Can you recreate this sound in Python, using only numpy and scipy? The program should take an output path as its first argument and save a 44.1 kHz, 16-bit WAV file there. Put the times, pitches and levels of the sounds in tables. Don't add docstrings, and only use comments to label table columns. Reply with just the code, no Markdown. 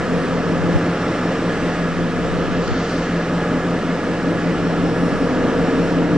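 import sys
import numpy as np
from scipy import signal
from scipy.fft import rfft, irfft, next_fast_len
from scipy.io import wavfile
from scipy.ndimage import uniform_filter1d, map_coordinates

SR = 44100
rng = np.random.default_rng(int(sys.argv[2]) if len(sys.argv) > 2 else 0)


def store_pcm(level_fs):
    pcm = np.round(np.clip(level_fs, -1, 1) * 32767).astype(np.int16)
    wavfile.write(sys.argv[1], SR, np.atleast_2d(pcm).T)


def attenuation_scalar(level_db):
    decades = np.asarray(level_db, float) / 20
    return 10 ** decades


N = 272097

NEAR_SHAFT, FAR_SHAFT = 5.3025, 5.2789

# time in seconds, exhaust level in dB.
LOAD = [(0, -24), (.6, -21.5), (1, -23), (1.7, -23), (2, -25), (2.4, -22), (2.9, -23.5), (3.4, -23.5),
        (4.3, -22.5), (4.9, -21.5), (5.4, -21.5), (5.8, -21.5), (6.17, -19)]
# time in seconds, gain in dB.
AIR_PATH = [(0, 0), (.55, -0.1), (.75, .5), (1.35, 1), (1.7, 0.9), (2, -0.6), (2.4, 0.3), (2.95, 0.5),
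            (3.6, -0.35), (4.4, 0), (5, -0.5), (5.8, 0.5), (6.17, -1)]


def unit(x):
    return x / np.sqrt(np.mean(x ** 2) + 1e-20)


def along(points, hz):
    f, v = np.transpose(points)
    return np.interp(np.log(hz + 1), np.log(f + 1), v)


def curves(rows):
    s, *columns = np.transpose(rows)
    t = np.arange(N) / SR
    return [np.interp(t, s, column) for column in columns]


def wobble(rate):
    knots = rng.standard_normal(int(N * rate / SR) + 4)
    return map_coordinates(knots, [np.arange(N) * rate / SR])


def swells(rows):
    t = np.arange(N) / SR
    return sum(height * np.exp(-((t - s) / half) ** 2) for s, half, height in rows)


def filtered(x, response):
    m = next_fast_len(N + 8192)
    return irfft(rfft(x, m) * response(np.fft.rfftfreq(m, 1 / SR)), m)[..., :N]


def rush(spectrum, patchy_db):
    # frequency in Hz, left-right coherence.
    alike = [(60, 1), (260, 1), (1100, 0.97), (2300, 0.89), (4700, 0.62), (9000, 0.43)]
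    z = signal.stft(rng.standard_normal((2, N)), nperseg=512)[2]
    field = uniform_filter1d(rng.standard_normal(z.shape[1:]), 6, 0)
    field = uniform_filter1d(field, 14, 1)
    pair = signal.istft(z * attenuation_scalar(patchy_db * unit(field)), nperseg=512)[1][:, :N]

    def mid_side(hz):
        turn = np.arccos(np.clip(along(alike, hz), -1, 1)) / 2
        return attenuation_scalar(along(spectrum, hz)) * [np.cos(turn), np.sin(turn)]

    mid, side = filtered(pair, mid_side)
    return unit(np.array([mid + side, mid - side]))


def effort():
    exhaust_db, = curves(LOAD)
    return exhaust_db - exhaust_db.mean()


def throb():
    return np.cos(2 * np.pi * NEAR_SHAFT * np.arange(N) / SR + 0.37)


def stroke():
    # time in seconds, half length in seconds, share lost.
    falter = [
        (5.17, 0.02, 0.34),
    ]
    return 1 - swells(falter)


def stack_band(hz):
    return np.exp(-((hz - 174) / 16) ** 6)


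def engine(shaft, strong, rest, loudest, smear, drift, loose, count=600, size=16384):
    order = np.arange(count)
    draw = rng.standard_normal((4, count)) + 1j * rng.standard_normal((4, count))
    level = attenuation_scalar(along(rest, order * shaft)) * np.abs(draw[0]) / np.sqrt(2)
    level[[int(k) for k, _ in strong]] = attenuation_scalar([db for _, db in strong])
    in_manifold = np.abs(order * shaft - 278) < 22
    smear = smear * np.where(in_manifold, loose, 1)
    steps = smear * np.log2(2 + order / 30) * rng.standard_normal(count)
    phase = np.cumsum(steps) - 2 * np.pi * loudest * order
    base = level * np.exp(1j * phase) * size / np.sqrt(2)
    patterns = irfft(np.vstack([base, drift * base * draw[1:]]), size)
    turns = shaft * np.arange(N) / SR + 0.00049 * wobble(1.49)
    angle = turns % 1 * size
    weights = [1, wobble(0.64), wobble(1.29), wobble(3.504)]
    return sum(w * np.interp(angle, np.arange(size), p, period=size) for w, p in zip(weights, patterns))


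def near_engine():
    # multiple of the shaft rate, level in dB rms.
    strong = [(8, -38), (9, -46), (32, -27.3), (33, -35.8), (35, -35.9), (48, -35.0), (49, -37.6),
              (50, -38.5), (52, -38.8), (53, -40.2), (56, -34.3), (59, -42.9), (62, -42.5), (65, -43.1),
              (79, -43.6), (81, -44.0), (86, -43.0), (87, -43.3), (89, -41.5), (90, -39.4), (91, -41.8),
              (95, -42.9), (96, -43.7), (97, -44.1), (98, -44.5), (99, -38.0), (100, -43.4), (103, -44.9),
              (113, -39.9), (158, -45.9), (257, -48.3), (316, -44.4)]
    # frequency in Hz, level in dB rms.
    rest = [(25, -88), (34, -65.5), (45, -55), (62, -64), (81, -44), (190, -52), (280, -53.5), (520, -50.5),
            (700, -50.5), (900, -68), (1150, -57.5), (1750, -58), (2000, -67), (3200, -77.5)]
    return engine(NEAR_SHAFT, strong, rest, loudest=.66, smear=0.8364, drift=0.21, loose=.15)


def far_engine():
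    # multiple of the shaft rate, level in dB rms.
    strong = [(8, -44), (32, -37.2), (40, -39.6), (45, -45.9), (46, -43.9), (48, -39.2), (49, -40.2),
              (63, -45.8), (64, -42.4), (71, -48.5), (72, -48.7), (73, -43.6), (74, -47.4), (76, -45.4),
              (84, -42.6), (85, -47.1), (86, -47.0), (87, -41.5), (97, -47.5), (98, -42.5), (119, -51.0)]
    # frequency in Hz, level in dB rms.
    rest = [(25, -77), (81, -69.5), (190, -69), (300, -45.5), (520, -63), (900, -57), (1400, -57),
            (2000, -74)]
    return engine(FAR_SHAFT, strong, rest, loudest=.55, smear=0.901, drift=0.23, loose=0.99)


def beating(order, partners):
    t = np.arange(N) / SR
    turn = 2 * np.pi * order * NEAR_SHAFT * t + .12 * wobble(0.88)
    tones = [attenuation_scalar(db + 0.31 * wobble(2.7)) * np.sin(turn + 2 * np.pi * hz * (t - s)) for hz, db, s in partners]
    return np.sqrt(2) * sum(tones)


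def firing_note():
    # offset from the 8th in Hz, level in dB rms, time in seconds when its crest meets the 8th's.
    firing = [(0, -42.5, 0), (-0.3, -43, 2.5), (5, -45.5, .003)]
    return beating(order=8, partners=firing)


def stack_note():
    # offset from the 32nd in Hz, level in dB rms, time in seconds when its crest meets the 32nd's.
    stack = [(0, -27, 0), (5.303, -35.4, .136), (-5.303, -41.8, .178), (15.908, -35.9, .028),
             (-.733, -36.9, .597), (4.54, -47.8, .186), (3.667, -41.8, .134), (8.963, -41.2, .016),
             (-1.655, -47.3, .121)]
    return beating(order=32, partners=stack) * attenuation_scalar(0.67 + 0.6 * effort())


def chug(near):
    def bands(hz):
        return [np.exp(-((hz - 276) / 18) ** 4), np.exp(-((hz - 297) / 3) ** 4)]

    manifold, order = filtered(near, bands)
    plain = attenuation_scalar(.8 * effort())
    thump = manifold * (attenuation_scalar(0.36 + 1.4 * effort() + .8 * wobble(3.7)) - plain)
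    pipe = unit(order) * attenuation_scalar(-33 + 2.8 * effort())
    return thump + pipe - order * plain


def engine_tones():
    path_db, = curves(AIR_PATH)
    near = near_engine()

    def body_and_top(hz):
        low = 1 / (1 + (hz / 850) ** 8)
        deep = np.exp(-((hz - 44) / 9) ** 4)
        return [(1 - stack_band(hz) - deep) * low, 1 - low]

    body, top = filtered(near + far_engine(), body_and_top)
    pulses = (body * attenuation_scalar(0.64 * effort()) + chug(near)) * stroke()
    return firing_note() + stack_note() + pulses + top * attenuation_scalar(.8 * path_db)


def exhaust_roar():
    # frequency in Hz, density in dB per Hz.
    roar_spectrum = [(20, -40), (32, -30.5), (40, -7), (62, -7), (80, -7.5), (130, -1), (190, 2), (280, 3),
                     (390, -1), (520, -4), (700, -7), (900, -12), (1300, -37), (2000, -120)]
    exhaust_db, = curves(LOAD)
    roar = filtered(rush(roar_spectrum, patchy_db=0.94), lambda hz: 1 - .55 * stack_band(hz))
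    return stroke() * attenuation_scalar(exhaust_db - 2.5 + 0.3 * throb()) * roar


def casing_noise():
    # frequency in Hz, density in dB per Hz.
    casing = [(500, -120), (800, -24), (1000, -8), (1250, 5), (1400, -1.5), (1580, -9.5), (1690, 6),
              (1800, -1.5), (2050, -2), (2300, -11.5), (3000, -23.5), (4000, -120)]
    path_db, = curves(AIR_PATH)
    return attenuation_scalar(-30.5 + path_db - 2.5 + 0.37 * throb()) * rush(casing, patchy_db=1.5)


def fan_air():
    # frequency in Hz, density in dB per Hz.
    air = [(1200, -120), (1900, -5.5), (2300, -2), (2770, 0.5), (3960, -6), (5300, -8.5), (5930, -10.5),
           (8570, -15.5), (9500, -20.5), (11500, -14.5), (12500, -120)]
    path_db, = curves(AIR_PATH)
    return attenuation_scalar(-39 + 1.2 * path_db + 1.0 + 0.14 * wobble(7.8)) * rush(air, patchy_db=0.75)


def gears():
    # multiple of the mesh rate, level in dB.
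    near_12th = [(11, -4), (15, -16), (16, -14), (17, -17)]
    # multiple of the mesh rate, level in dB.
    near_19th = [(18, -12), (19, 0), (20, -11), (21, -11), (22, -9)]
    # frequency in Hz, level in dB rms.
    bearings = [(1444.7, -50), (2094, -57), (2439, -61), (5240, -70), (5251, -68), (5401, -65), (5455, -69),
                (8457, -77), (11150, -84)]
    # time in seconds, half length in seconds, gain of the 12th in dB, of the 19th in dB.
    glints = np.array([(.2, .18, 2, 11), (.48, .1, 8.5, 2), (.7, .05, 6, 1), (1.2, 0.27, 9.5, -1.5),
                       (2.93, 0.14, 6, 11), (4.45, .05, 5, 4), (4.68, .09, 9, 2), (4.89, 0.064, 10, 5),
                       (5.16, 0.21, 9.5, 11), (5.82, .17, 9.5, 8)])
    glint_db = swells(glints[:, :3])
    tip_db = swells(glints[:, [0, 1, 3]])
    t = np.arange(N) / SR
    mesh_hz = 460.72 + .2 * wobble(3)
    turn = 2 * np.pi * np.cumsum(mesh_hz) / SR

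    def comb(rows):
        return sum(attenuation_scalar(db + 2.2 * wobble(11)) * np.sin(round(k) * turn + 0.53 * wobble(7)) for k, db in rows)

    mesh = attenuation_scalar(-35.5 + 1.5 * effort() + 0.14 * glint_db + 2.1 * wobble(7)) * np.sin(turn)
    top = attenuation_scalar(-59 + .2 * glint_db) * comb(near_12th)
    whine = attenuation_scalar(-62.5 + glint_db + 3.8 + 1.1 * wobble(12)) * np.sin(12 * turn)
    tip = attenuation_scalar(-64.5 + tip_db) * comb(near_19th)
    loose = sum(attenuation_scalar(db + 2.3 * wobble(2.6)) * np.sin(2 * np.pi * hz * t + 0.82 * wobble(2.7))
                for hz, db in bearings)
    return np.sqrt(2) * (mesh + top + whine + tip + loose)


def wind():
    # time in seconds, half length in seconds, level in dB.
    puffs = [
        (0.633, 0.048, -32),
        (.765, 0.014, -14),
        (1.968, .07, -37),
        (2.356, .04, -32),
        (2.5, .045, -31),
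        (2.712, .04, -28),
        (3.6, 0.036, -40),
        (5.15, 0.023, -27.5),
    ]
    # frequency in Hz, density in dB per Hz.
    gust = [(15, -120), (30, -12.5), (60, -0.5), (110, 6.5), (200, -15.5), (400, -21), (900, -120)]
    pressure = unit(filtered(rng.standard_normal(N), lambda hz: attenuation_scalar(along(gust, hz))))
    breeze = attenuation_scalar(-44.5 + 2.7 * wobble(5.2))
    strength = breeze + swells([(s, half, attenuation_scalar(db)) for s, half, db in puffs])
    return strength * pressure * np.array([[1.2], [-.8]])


def vent():
    # start in seconds, hold in seconds, level in dB.
    blow_off = [
        (2.68, 0.018, -41),
        (2.797, .19, -40.5),
    ]
    # frequency in Hz, density in dB per Hz.
    jet = [(1500, -120), (2500, -6.5), (4500, 0), (6000, -5.5), (7500, -8), (9000, -19), (10500, -120)]
    opens, shuts = 61.5, 51.5
    t = np.arange(N) / SR
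    tick = attenuation_scalar(-30 - 60 * np.abs(t - 2.678) / .012) * (t > 2.678)
    blasts = []
    for s, hold, db in blow_off:
        rise = opens * np.clip(s - t, 0, None)
        fall = shuts * np.clip(t - s - hold, 0, None)
        blasts.append(db - rise - fall)
    return (attenuation_scalar(np.max(blasts, axis=0)) + tick) * rush(jet, patchy_db=-0.5)


def guard():
    # trip time in seconds, clamp in dB.
    trips = np.array([
        (.78, 9),
        (2.76, 11),
        (5.23, 0),
    ])
    open_db, let_go_s, hold_s, bite_s = 5, 1.27, .74, .16
    after = np.arange(N) / SR - trips[:, :1]
    release = np.exp(-np.abs(after) / let_go_s)
    hold = 0.52 * (after < hold_s)
    bite = 0.83 * np.exp(-(2 * (after - bite_s) / bite_s) ** 2)
    clamp = trips[:, 1:] * (release + hold + bite) * (after > 0)
    return uniform_filter1d(open_db - clamp.sum(axis=0), size=SR // 50)


def sparse(x, drops):
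    hz, t, z = signal.stft(x, SR, nperseg=1024)
    luck = rng.standard_normal((len(hz) // 2 + 1, len(t)))
    luck = unit(uniform_filter1d(luck, size=11, axis=1))
    band = hz[::2, None]
    busy = 1.4 * np.exp(-((t - 2.8) / .28) ** 2) * np.clip((band - 5500) / 2200, 0, 1.3)
    kept = luck > along(drops, hz[::2])[:, None] + busy
    return signal.istft(z * np.repeat(kept, 2, axis=0)[:len(hz)], SR, nperseg=1024)[1][:N]


def scene():
    # frequency in Hz, left minus right in dB.
    lean = [(60, 0.5), (170, 1.0), (460, 0.0), (1270, -1), (3530, 0), (9760, 0)]

    def ports(hz):
        lag = np.pi * hz * 30e-6 * (1 + (hz / 10500) ** 4) + 0.12 / (1 + (hz / 900) ** 2)
        return attenuation_scalar(along(lean, hz) / 2 * [[1], [-1]]) * np.exp(1j * lag * [[-1], [1]])

    engines = engine_tones() + exhaust_roar() + casing_noise() + fan_air()
    return filtered(engines + gears() + vent(), ports) + wind()


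def roll_off(x):
    return signal.sosfilt(signal.butter(12, 11350, fs=SR, output="sos"), x)


def record(dry):
    # frequency in Hz, threshold in standard deviations.
    sum_drops = [(4500, -4), (6000, -2), (7500, -1.3), (8400, -.6), (8760, -2.6), (8880, .5), (9080, 1.3),
                 (9250, .5), (9450, 1.9), (9650, .9), (9900, 2.6), (10050, 2.6), (10140, .4), (10400, 4)]
    # frequency in Hz, threshold in standard deviations.
    side_drops = [(4500, -4), (6000, -1.8), (7500, -1.2), (9200, -.6), (9480, .5), (9700, -1), (10250, -.8),
                  (10450, 1.3), (11080, 3), (11150, -.9), (11230, 2.5)]
    mid, side = (dry[0] + dry[1]) / 2, (dry[0] - dry[1]) / 2
    bass = filtered(side, lambda hz: 1 / (1 + (hz / 650) ** 2))
    side = sparse(side + bass * (attenuation_scalar(guard()) - 1), side_drops)
    mid = filtered(mid, lambda hz: 1 / (1 + (29 / (hz + 1)) ** 8))
    mid = sparse(mid, sum_drops)
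    return roll_off(np.array([mid + side, mid - side]) + .0076)


dry = scene()
out = record(dry)
store_pcm(out)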